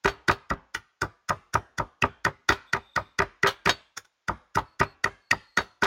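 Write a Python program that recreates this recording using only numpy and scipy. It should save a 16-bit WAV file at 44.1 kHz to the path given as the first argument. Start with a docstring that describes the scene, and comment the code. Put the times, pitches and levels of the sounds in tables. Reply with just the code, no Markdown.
"""A wooden pestle pounds dry seeds in a small hand-held bowl on a wooden board, close by, in a quiet room.
Each stroke crunches (shaped grainy noise), knocks on the bottom and thumps the board (decaying modes).
The bowl hops and lands twice, the second time softer or harder with its rocking; some seeds snap.
When it rocks free of the hand it chatters (noise taps) and rings (modes).
Behind: echoes off near things and the room, faint thin chirps (narrow-band noise), a steady hush."""
import sys
import numpy as np
from scipy import signal
from scipy.fft import rfft, irfft
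from scipy.io import wavfile

SR = 44100
rng = np.random.default_rng(int(sys.argv[2]) if len(sys.argv) > 2 else 0)


def store_wav(level_fs):
    """Save 16-bit WAV to argv[1]."""
    pcm = np.round(np.clip(np.atleast_2d(level_fs), -1, 1) * 32767)
    wavfile.write(sys.argv[1], SR, pcm.T.astype(np.int16))


N = 258422
RING = np.arange(int(.25 * SR)) / SR  # time base of one short sound, s

# pestle strokes: start_s, crunch_db, knock_db, knock_treble_db, weight_on_board_db, hop_s, rocking_db
PESTLE_STROKES = [(0.047, -31.5, -16.5, -11, -23.5, 0.0083, -17),
                  (0.2835, -26, -8.5, -9.5, -23, 0.012, -20), (0.503, -35.5, -18.5, 2, -26.5, 0.0073, -33),
                  (0.7489, -27.5, -16.5, -5.5, -46.5, .012, -72),
                  (1.0189, -28.5, -16, -14, -28.5, 0.0098, -42.5), (1.2942, -23, -21.5, 3, -25, 0.01, -34),
                  (1.5421, -26.5, -29, -8, -23, 0.011, -29.5), (1.784, -27.5, -17, -3.5, -26.5, 0.014, -40),
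                  (2.0229, -29.5, -15.5, 3.5, -23, 0.014, -26.5),
                  (2.2505, -26.5, -9.5, 1, -25.5, 0.014, -29.5),
                  (2.4906, -20.5, -5, -1.5, -26.5, 0.012, -21),
                  (2.7335, -24.5, -8, -0.5, -27.5, .0132, -25.5),
                  (2.9628, -28.5, -11.5, -1, -26.5, 0.012, -33.5),
                  (3.1896, -29, -11, 1.5, -24, 0.011, -17.5), (3.433, -28.5, -7.5, 2, -25.5, .0122, -14),
                  (3.6595, -26.5, -12.5, -2.5, -25, 0.012, -18), (3.9763, -28, -28.5, -4.5, -58, 0.01, -76),
                  (4.284, -32.5, -15, -9, -26.5, 0.0097, -46.5),
                  (4.5554, -27.5, -21, -6, -23.5, 0.016, -27.5),
                  (4.8008, -27.5, -16, 2.5, -21.5, 0.011, -20), (5.0426, -25, -7.5, 2.6, -28, 0.016, -29.5),
                  (5.313, -23, -8.5, 11.5, -27, 0.015, -39), (5.574, -24, -6.5, -4.8, -26.5, 0.011, -27),
                  (5.8231, -35, -13.5, -23, -25, 0.0067, -16.5)]
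# hard seeds bursting under the pestle: peak_s, pitch_hz, level_db (relative)
SEED_BURSTS = [(0.287, 3500, -21.5), (0.749, 2380, -24.5), (.751, 3400, -27.5), (1.021, 2287, -33),
               (2.025, 2450, -9.5), (2.492, 3450, -23.5), (3.662, 2450, -15.5), (3.979, 1530, -45),
               (4.287, 2380, -37), (5.314, 2400, -11)]
# loose seeds settling: middle_s, level_db
SEED_SETTLES = [(4.052, -55)]
# colour of the seed crunch: frequency_hz, level_db (relative)
SEED_SPECTRUM = [(300, -21.5), (1100, 4), (1480, 13), (2000, 2), (3000, -16.5), (3500, 4.5), (4100, -18.5),
                 (5400, 2), (6800, 1.5), (7900, -22.5), (9500, -9), (11700, -22.5), (13800, -18),
                 (16000, -22.5)]
# bowl bottom, damped by the pestle: frequency_hz, level_db (relative), t60_s
BOTTOM_MODES = [(400, -19, .025), (720, -19, .016), (960, -15, .016), (1480, -3, .02), (1900, 0, .018),
                (2400, -12, .011), (3450, -17, .014), (4900, -14, .008), (6500, -19, .007)]
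# pitch of the board's thump, rising at the end, perhaps under a firmer grip: time_s, pitch_hz
BOARD_THUMP_PITCH = [(0, 173), (1, 149.5), (5.2, 157.4), (5.57, 207.4), (5.82, 221)]
# board swaying after the blow: frequency_hz, level_db (relative), t60_s
BOARD_SWAY_MODES = [(59, -4, .15), (100.5, 2.5, 0.15)]
# bowl against board: frequency_hz, level_db (relative), t60_s
BOWL_LANDING_MODES = [(157, -15, 0.013), (391, -16, .03), (631, -18.5, 0.044), (753.6, -7.5, 0.025),
                      (952.7, -1.5, 0.02), (1231.6, 4, 0.013), (1477, -13, .03), (1656, -5, 0.015),
                      (1931, -10.5, 0.017), (2367, -9, 0.0097), (2480, -13, 0.0024), (3940, -20, 0.01),
                      (5070, -12, 0.0054)]
# bowl chattering on its foot: start_s, chatter_db (relative), decay_s, ring_db (relative), favoured_pitch_hz
FOOT_RATTLES = [(.058, -18, .0045, -55, 4550), (.080, -31, 0.015, -27, 4490),
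                (0.311, -24.5, 0.0094, -32.5, 4555), (2.521, -27.5, 0.012, -28, 3350),
                (3.469, -20.5, .016, -22.5, 3230), (3.673, -25.5, 0.01, -36.5, 3680),
                (3.693, -17, .01, -11.5, 3680), (4.582, -32, 0.0093, -42, 3780),
                (5.581, -31, 0.021, -23, 3760), (5.833, -21.5, 0.012, -19, 5000)]
# colour of the chatter: frequency_hz, level_db (relative)
CHATTER_SPECTRUM = [(200, -6.5), (900, 3), (1550, 7), (2400, -1.5), (3500, 1), (5000, -7), (6700, -11.5),
                    (8000, -19), (16000, -26.5)]
# lowest note of the bowl: frequency_hz, level_db, t60_s
LOWEST_BOWL_NOTE = [(398, 2.5, 0.15)]
# bowl ringing freely: frequency_hz, level_db (relative), t60_s
FREE_BOWL_MODES = [(595, -14, .12), (743, -14, .12), (1001, -12, .08), (1500, -2, .09), (2331, -15, .09),
                   (2845, -16, .14), (3170, -8, .08), (3340, -6, .07), (3772, -4, .1), (4130, -13, .08),
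                   (4475, -9, .15), (5045, -9, .07), (5496, -13, .07), (5959, -11, .05), (6545, -8, .08),
                   (7671, -25, .1)]
# colours of the near echoes, the room and the hush: frequency_hz, level_db (relative)
NEAR_SPECTRUM = [(40, -4.5), (110, -4.5), (260, -4), (450, -2.5), (1000, -10.5), (1900, -12.5), (3500, -10),
                 (7000, -18.5), (16000, -6.5)]
ROOM_SPECTRUM = [(30, 0.5), (55, 7.5), (120, -8), (300, -3.5), (700, -4), (1200, -1), (1900, -6), (3500, 1),
                 (6500, -9), (9000, -3.5), (16000, -14.5)]
HUSH_SPECTRUM = [(30, -7), (200, -8.5), (1000, -0.5), (2400, -3.5), (6900, -11), (8000, -30), (16000, -28)]
# faint thin chirps, perhaps an insect: middle_s, length_s, pitch_hz, level_db
FAINT_CHIRPS = [(2.689, 0.045, 3570, -59), (2.953, 0.35, 3630, -63.5), (4.70, 0.12, 4410, -71),
                (4.884, 0.1, 4320, -60), (5.268, 0.11, 4380, -71), (5.557, 0.37, 4300, -67)]
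# upper partials of the chirps: frequency_hz, level_db (relative to the note)
UPPER_PARTIALS = [(7950, -24), (11800, -27)]

# squeeze: 1/e times at the usual knock; hardest as the pestle bottoms out
SQUEEZE_RISE_S, SQUEEZE_FALL_S, SQUEEZE_LAG_S = 0.004655, 0.0036, 0.001117
# deep bed: muffled knock, long squeeze; rise doubles for this much less knock
USUAL_KNOCK_DB, RISE_DOUBLING_DB = -20.5, 39
# louder knock = thinner bed = lower husk cracks
CRACK_HZ, CRACK_HZ_PER_DB = 5210, -50.5
# board: yields just after the knock; rocking bowl thumps it, firm one sways it (per-values: dB per dB)
GIVE_LAG_S, GIVE_PER_ROCK, THUMP_T60_S = .0035, .1, 0.031
SWAY_DB, SWAY_PER_ROCK = -10, -0.13
# landings: first follows the weight, second the rocking; rocking hardens both (per-values: dB per dB)
USUAL_WEIGHT_DB, LANDING_DB, LANDING_PER_WEIGHT = -24, -9, 1.6
USUAL_ROCK_DB, RELANDING_S, RELANDING_DB, RELANDING_PER_ROCK = -26, .029, -21.5, 1
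LANDING_TREBLE_DB, TREBLE_PER_ROCK = 2.5, 0.62
# foot scuffs at every second landing (dB, dB per dB)
SCUFF_DB, SCUFF_PER_ROCK, SCUFF_DECAY_S = -39, 1, 0.007
NOTE_DB = -1.5  # lowest bowl note re rocking_db
SEED_ECHO_DB, TONE_ROOM_DB = -1.5, -5.5  # crunch into near echoes, ringing into room
HUSH_DB, TOP_HZ = -78.5, 16000


def crunch(rise_s, fall_s, crack_hz, grain_db=4, grain_hz=2200, crack_db=-6):
    """Husks crack ever harder as the pestle sinks in; the hardest squeeze is mid-sound."""
    t = RING - RING[-1] / 2
    squeeze = np.exp(-np.abs(t / np.where(t < 0, rise_s, fall_s)) ** 1.5)
    cracks = held_levels(grain_db, grain_hz)
    husks = noise(SEED_SPECTRUM, len(t)) + undb(crack_db) * band(crack_hz, width_hz=320, size=len(t))
    return squeeze * cracks / np.sqrt(np.mean(cracks ** 2)) * husks


def seeds():
    """The crunch of each stroke, slower where the bed is deep, and loose seeds settling."""
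    out = np.zeros(N)
    for s, db, knock_db, *_ in PESTLE_STROKES:
        rise_s = SQUEEZE_RISE_S * 2 ** ((USUAL_KNOCK_DB - knock_db) / RISE_DOUBLING_DB)
        crack_hz = CRACK_HZ + CRACK_HZ_PER_DB * (knock_db - USUAL_KNOCK_DB)
        sound = crunch(rise_s, SQUEEZE_FALL_S, crack_hz)
        add(out, s + SQUEEZE_LAG_S - RING[-1] / 2, undb(db) * sound)
    for s, db in SEED_SETTLES:
        sound = crunch(rise_s=0.002945, fall_s=0.0068, crack_hz=1480)
        add(out, s - RING[-1] / 2, undb(db) * sound)
    return out


def bursts(width_hz=380, half_length_s=0.0022):
    """A hard seed gives way all at once with a short pitched snap."""
    out = np.zeros(N)
    for s, hz, db in SEED_BURSTS:
        envelope = np.exp(-((RING - RING[-1] / 2) / half_length_s) ** 2)
        snap = band(hz, width_hz, len(RING)) * envelope
        add(out, s - RING[-1] / 2, peak(snap, db - 1))
    return out


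def pestle():
    """A dry knock, mirrored at once by the bowl wall; the weight then pushes the board down."""
    out = np.zeros(N)
    for s, _, knock_db, hard_db, weight_db, _, rock_db in PESTLE_STROKES:
        more_rock_db = rock_db - USUAL_ROCK_DB
        knock = ring(BOTTOM_MODES, treble_db=hard_db, pivot_hz=1500) * swell(.00035)
        add(out, s, peak(echo(knock, lag_s=.0021, share=.7), knock_db))
        thump_hz = np.interp(s, *np.transpose(BOARD_THUMP_PITCH))
        thump = ring([(thump_hz, 0, THUMP_T60_S)]) * swell(0.003)
        thump_db = weight_db + GIVE_PER_ROCK * more_rock_db
        add(out, s + GIVE_LAG_S, -peak(thump, thump_db))  # downward push
        sway = ring(BOARD_SWAY_MODES) * swell(0.0082)
        sway_db = weight_db + SWAY_DB + SWAY_PER_ROCK * more_rock_db
        add(out, s + GIVE_LAG_S + 0.0033, peak(sway, sway_db))
    return out


def bounces():
    """The bowl hops and drops back twice with a hollow knock that hand and ground reflect."""
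    out = np.zeros(N)
    for s, *_, weight_db, hop_s, rock_db in PESTLE_STROKES:
        more_rock_db = rock_db - USUAL_ROCK_DB
        first_db = LANDING_DB + LANDING_PER_WEIGHT * (weight_db - USUAL_WEIGHT_DB)
        second_db = RELANDING_DB + RELANDING_PER_ROCK * more_rock_db
        hard_db = LANDING_TREBLE_DB + TREBLE_PER_ROCK * more_rock_db
        for lag_s, db in (hop_s, first_db), (RELANDING_S, second_db):
            landing = ring(BOWL_LANDING_MODES, treble_db=hard_db, pivot_hz=1200) * swell(0.0018)
            landing = lowpass(landing, hz=3200)  # contact of finite length: no sharp edge
            add(out, s + lag_s, peak(echo(landing, lag_s=.0032, share=.5), db))
    return out


def rattles(tap_hz=600, tap_db=4.5):
    """Quick uneven taps of the foot share out the energy of the rocking as it dies away."""
    out = np.zeros(N)
    chatters = [(s, db, decay_s) for s, db, decay_s, *_ in FOOT_RATTLES]
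    for s, *_, rock_db in PESTLE_STROKES:
        scuff_db = SCUFF_DB + SCUFF_PER_ROCK * (rock_db - USUAL_ROCK_DB)
        chatters.append((s + RELANDING_S, scuff_db, SCUFF_DECAY_S))
    for s, db, decay_s in chatters:
        rocking = swell(0.0012) * np.exp(-RING / decay_s)
        taps = rocking * held_levels(tap_db, tap_hz)
        taps *= np.linalg.norm(rocking) / np.linalg.norm(taps)
        add(out, s, undb(db + 0.5) * taps * noise(CHATTER_SPECTRUM, len(RING)))
    return out


def ringing(favour_db=5, favour_width_hz=300):
    """Rocking wakes the bowl's lowest note; chatter rings the wall, most near the spot's own pitch."""
    out = np.zeros(N)
    for s, *_, rock_db in PESTLE_STROKES:
        note = ring(LOWEST_BOWL_NOTE, drift=0.13) * swell(0.0042)
        add(out, s + GIVE_LAG_S, undb(rock_db + NOTE_DB) * note)
    for s, _, _, ring_db, spot_hz in FOOT_RATTLES:
        modes = []
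        for hz, db, t60_s in FREE_BOWL_MODES:
            lift_db = favour_db * np.exp(-((hz - spot_hz) / favour_width_hz) ** 2)
            modes.append((hz, db + lift_db, t60_s))
        wall = ring(modes, drift=0.029) * swell(0.00053)
        add(out, s, peak(wall, ring_db + 2.5))
    return out


def scatter(dry, spread_hz):
    """The bowl radiates unevenly, so reflections blur its resonances: slow random modulation."""
    flutter = lowpass(rng.standard_normal(N), spread_hz)
    return dry * flutter / flutter.std()


def reflections(dry, spectrum, t60_s, onset_s, db):
    """Dense echoes build up and die away; hand and pestle move, so each stroke meets a new pattern."""
    t, out = np.arange(SR) / SR, np.zeros(N)
    shape = np.exp(-np.log(1000) * t / t60_s) * (1 - np.exp(-(t / onset_s) ** 2))
    starts = [max(int((row[0] - .04) * SR), 0) for row in PESTLE_STROKES]
    for start, end in zip(starts, starts[1:] + [N]):
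        tail = noise(spectrum, SR) * shape
        add(out, start / SR, signal.fftconvolve(dry[start:end], tail / np.linalg.norm(tail)))
    return undb(db) * out


def chirps(width_hz=90):
    """Thin rasping notes: noise in a narrow resonance, with two weak upper partials."""
    out = np.zeros(N)
    t = np.arange(SR) / SR - .5
    for s, length_s, hz, db in FAINT_CHIRPS:
        note = band(hz, width_hz, len(t))
        for partial_hz, partial_db in UPPER_PARTIALS:
            note = note + undb(partial_db) * band(partial_hz, 2 * width_hz, len(t))
        envelope = np.exp(-(2 * t / length_s) ** 4)
        add(out, s + t[0], undb(db) * note * envelope)
    return out


def hush():
    """Steady coloured noise behind everything."""
    return undb(HUSH_DB) * noise(HUSH_SPECTRUM, N)


def ring(modes, treble_db=0, pivot_hz=1200, drift=1):
    """Decaying sines; pitch and weight vary with the spot struck, hard contact lifts the upper ones."""
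    hz, db, t60_s = np.transpose(modes)
    chance_db = 1.5 * rng.standard_normal(len(hz))
    detune = .015 * drift * rng.standard_normal(len(hz))
    lift = np.clip(np.log2(hz / pivot_hz) * 3, 0, 1)  # full 1/3 octave above the pivot
    gain = undb(db + chance_db + treble_db * lift)
    phase = 2 * np.pi * np.outer(hz * (1 + detune), RING)
    return gain @ (np.sin(phase) * np.exp(-np.log(1000) * RING / t60_s[:, None]))


def swell(rise_s):
    """A push that takes a moment to build."""
    return 1 - np.exp(-RING / rise_s)


def echo(sound, lag_s, share):
    """A sound with one close reflection."""
    return sound + share * np.interp(RING - lag_s, RING, sound, left=0)


def held_levels(spread_db, rate_hz):
    """Random gains, each held for one grain."""
    return undb(spread_db * rng.standard_normal(len(RING)))[(RING * rate_hz).astype(int)]


def noise(spectrum, size):
    """Noise of rms 1, coloured by interpolating dB over log frequency."""
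    hz, db = np.transpose(spectrum)
    bins_hz = np.maximum(np.fft.rfftfreq(size, 1 / SR), 1)
    gain = undb(np.interp(np.log(bins_hz), np.log(hz), db))
    y = irfft(rfft(rng.standard_normal(size)) * gain, size)
    return y / y.std()


def band(hz, width_hz, size):
    """Noise of rms 1 in one resonance."""
    offset = (np.fft.rfftfreq(size, 1 / SR) - hz) / width_hz
    y = irfft(rfft(rng.standard_normal(size)) / (1 + offset ** 2), size)
    return y / y.std()


def lowpass(sound, hz):
    """Second-order rounding-off of fast changes."""
    return signal.sosfilt(signal.butter(2, hz, fs=SR, output="sos"), sound)


def undb(db):
    """Decibels to gain."""
    return 10 ** (np.asarray(db) / 20)


def peak(sound, db):
    """Scale to a peak level."""
    return sound * undb(db) / np.abs(sound).max()


def add(track, s, sound):
    """Mix a sound in at a time; what falls outside the track is dropped."""
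    start = int(round(s * SR))
    part = sound[max(-start, 0):max(N - start, 0)]
    track[max(start, 0):max(start, 0) + len(part)] += part


def scene():
    """The pounding, echoes off near things, the faint room, chirps and the hush."""
    husks = seeds() + bursts()
    knocks = pestle() + bounces() + rattles()
    tones = ringing()
    to_near = scatter(knocks + undb(SEED_ECHO_DB) * husks, spread_hz=110.7)
    near = reflections(to_near, NEAR_SPECTRUM, t60_s=0.093, onset_s=0.0053, db=-6)
    to_room = scatter(husks + knocks + undb(TONE_ROOM_DB) * tones, spread_hz=380)
    room = reflections(to_room, ROOM_SPECTRUM, t60_s=0.46, onset_s=0.018, db=-26.5)
    return (husks + knocks + tones + near + room + chirps() + hush())[None]


def record(dry):
    """The microphone drops the deepest bass and cuts the top."""
    lean = signal.sosfilt(signal.butter(4, 42, "high", fs=SR, output="sos"), dry)
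    return signal.sosfilt(signal.ellip(8, .2, 70, TOP_HZ, fs=SR, output="sos"), lean)


dry = scene()
out = record(dry)
store_wav(out)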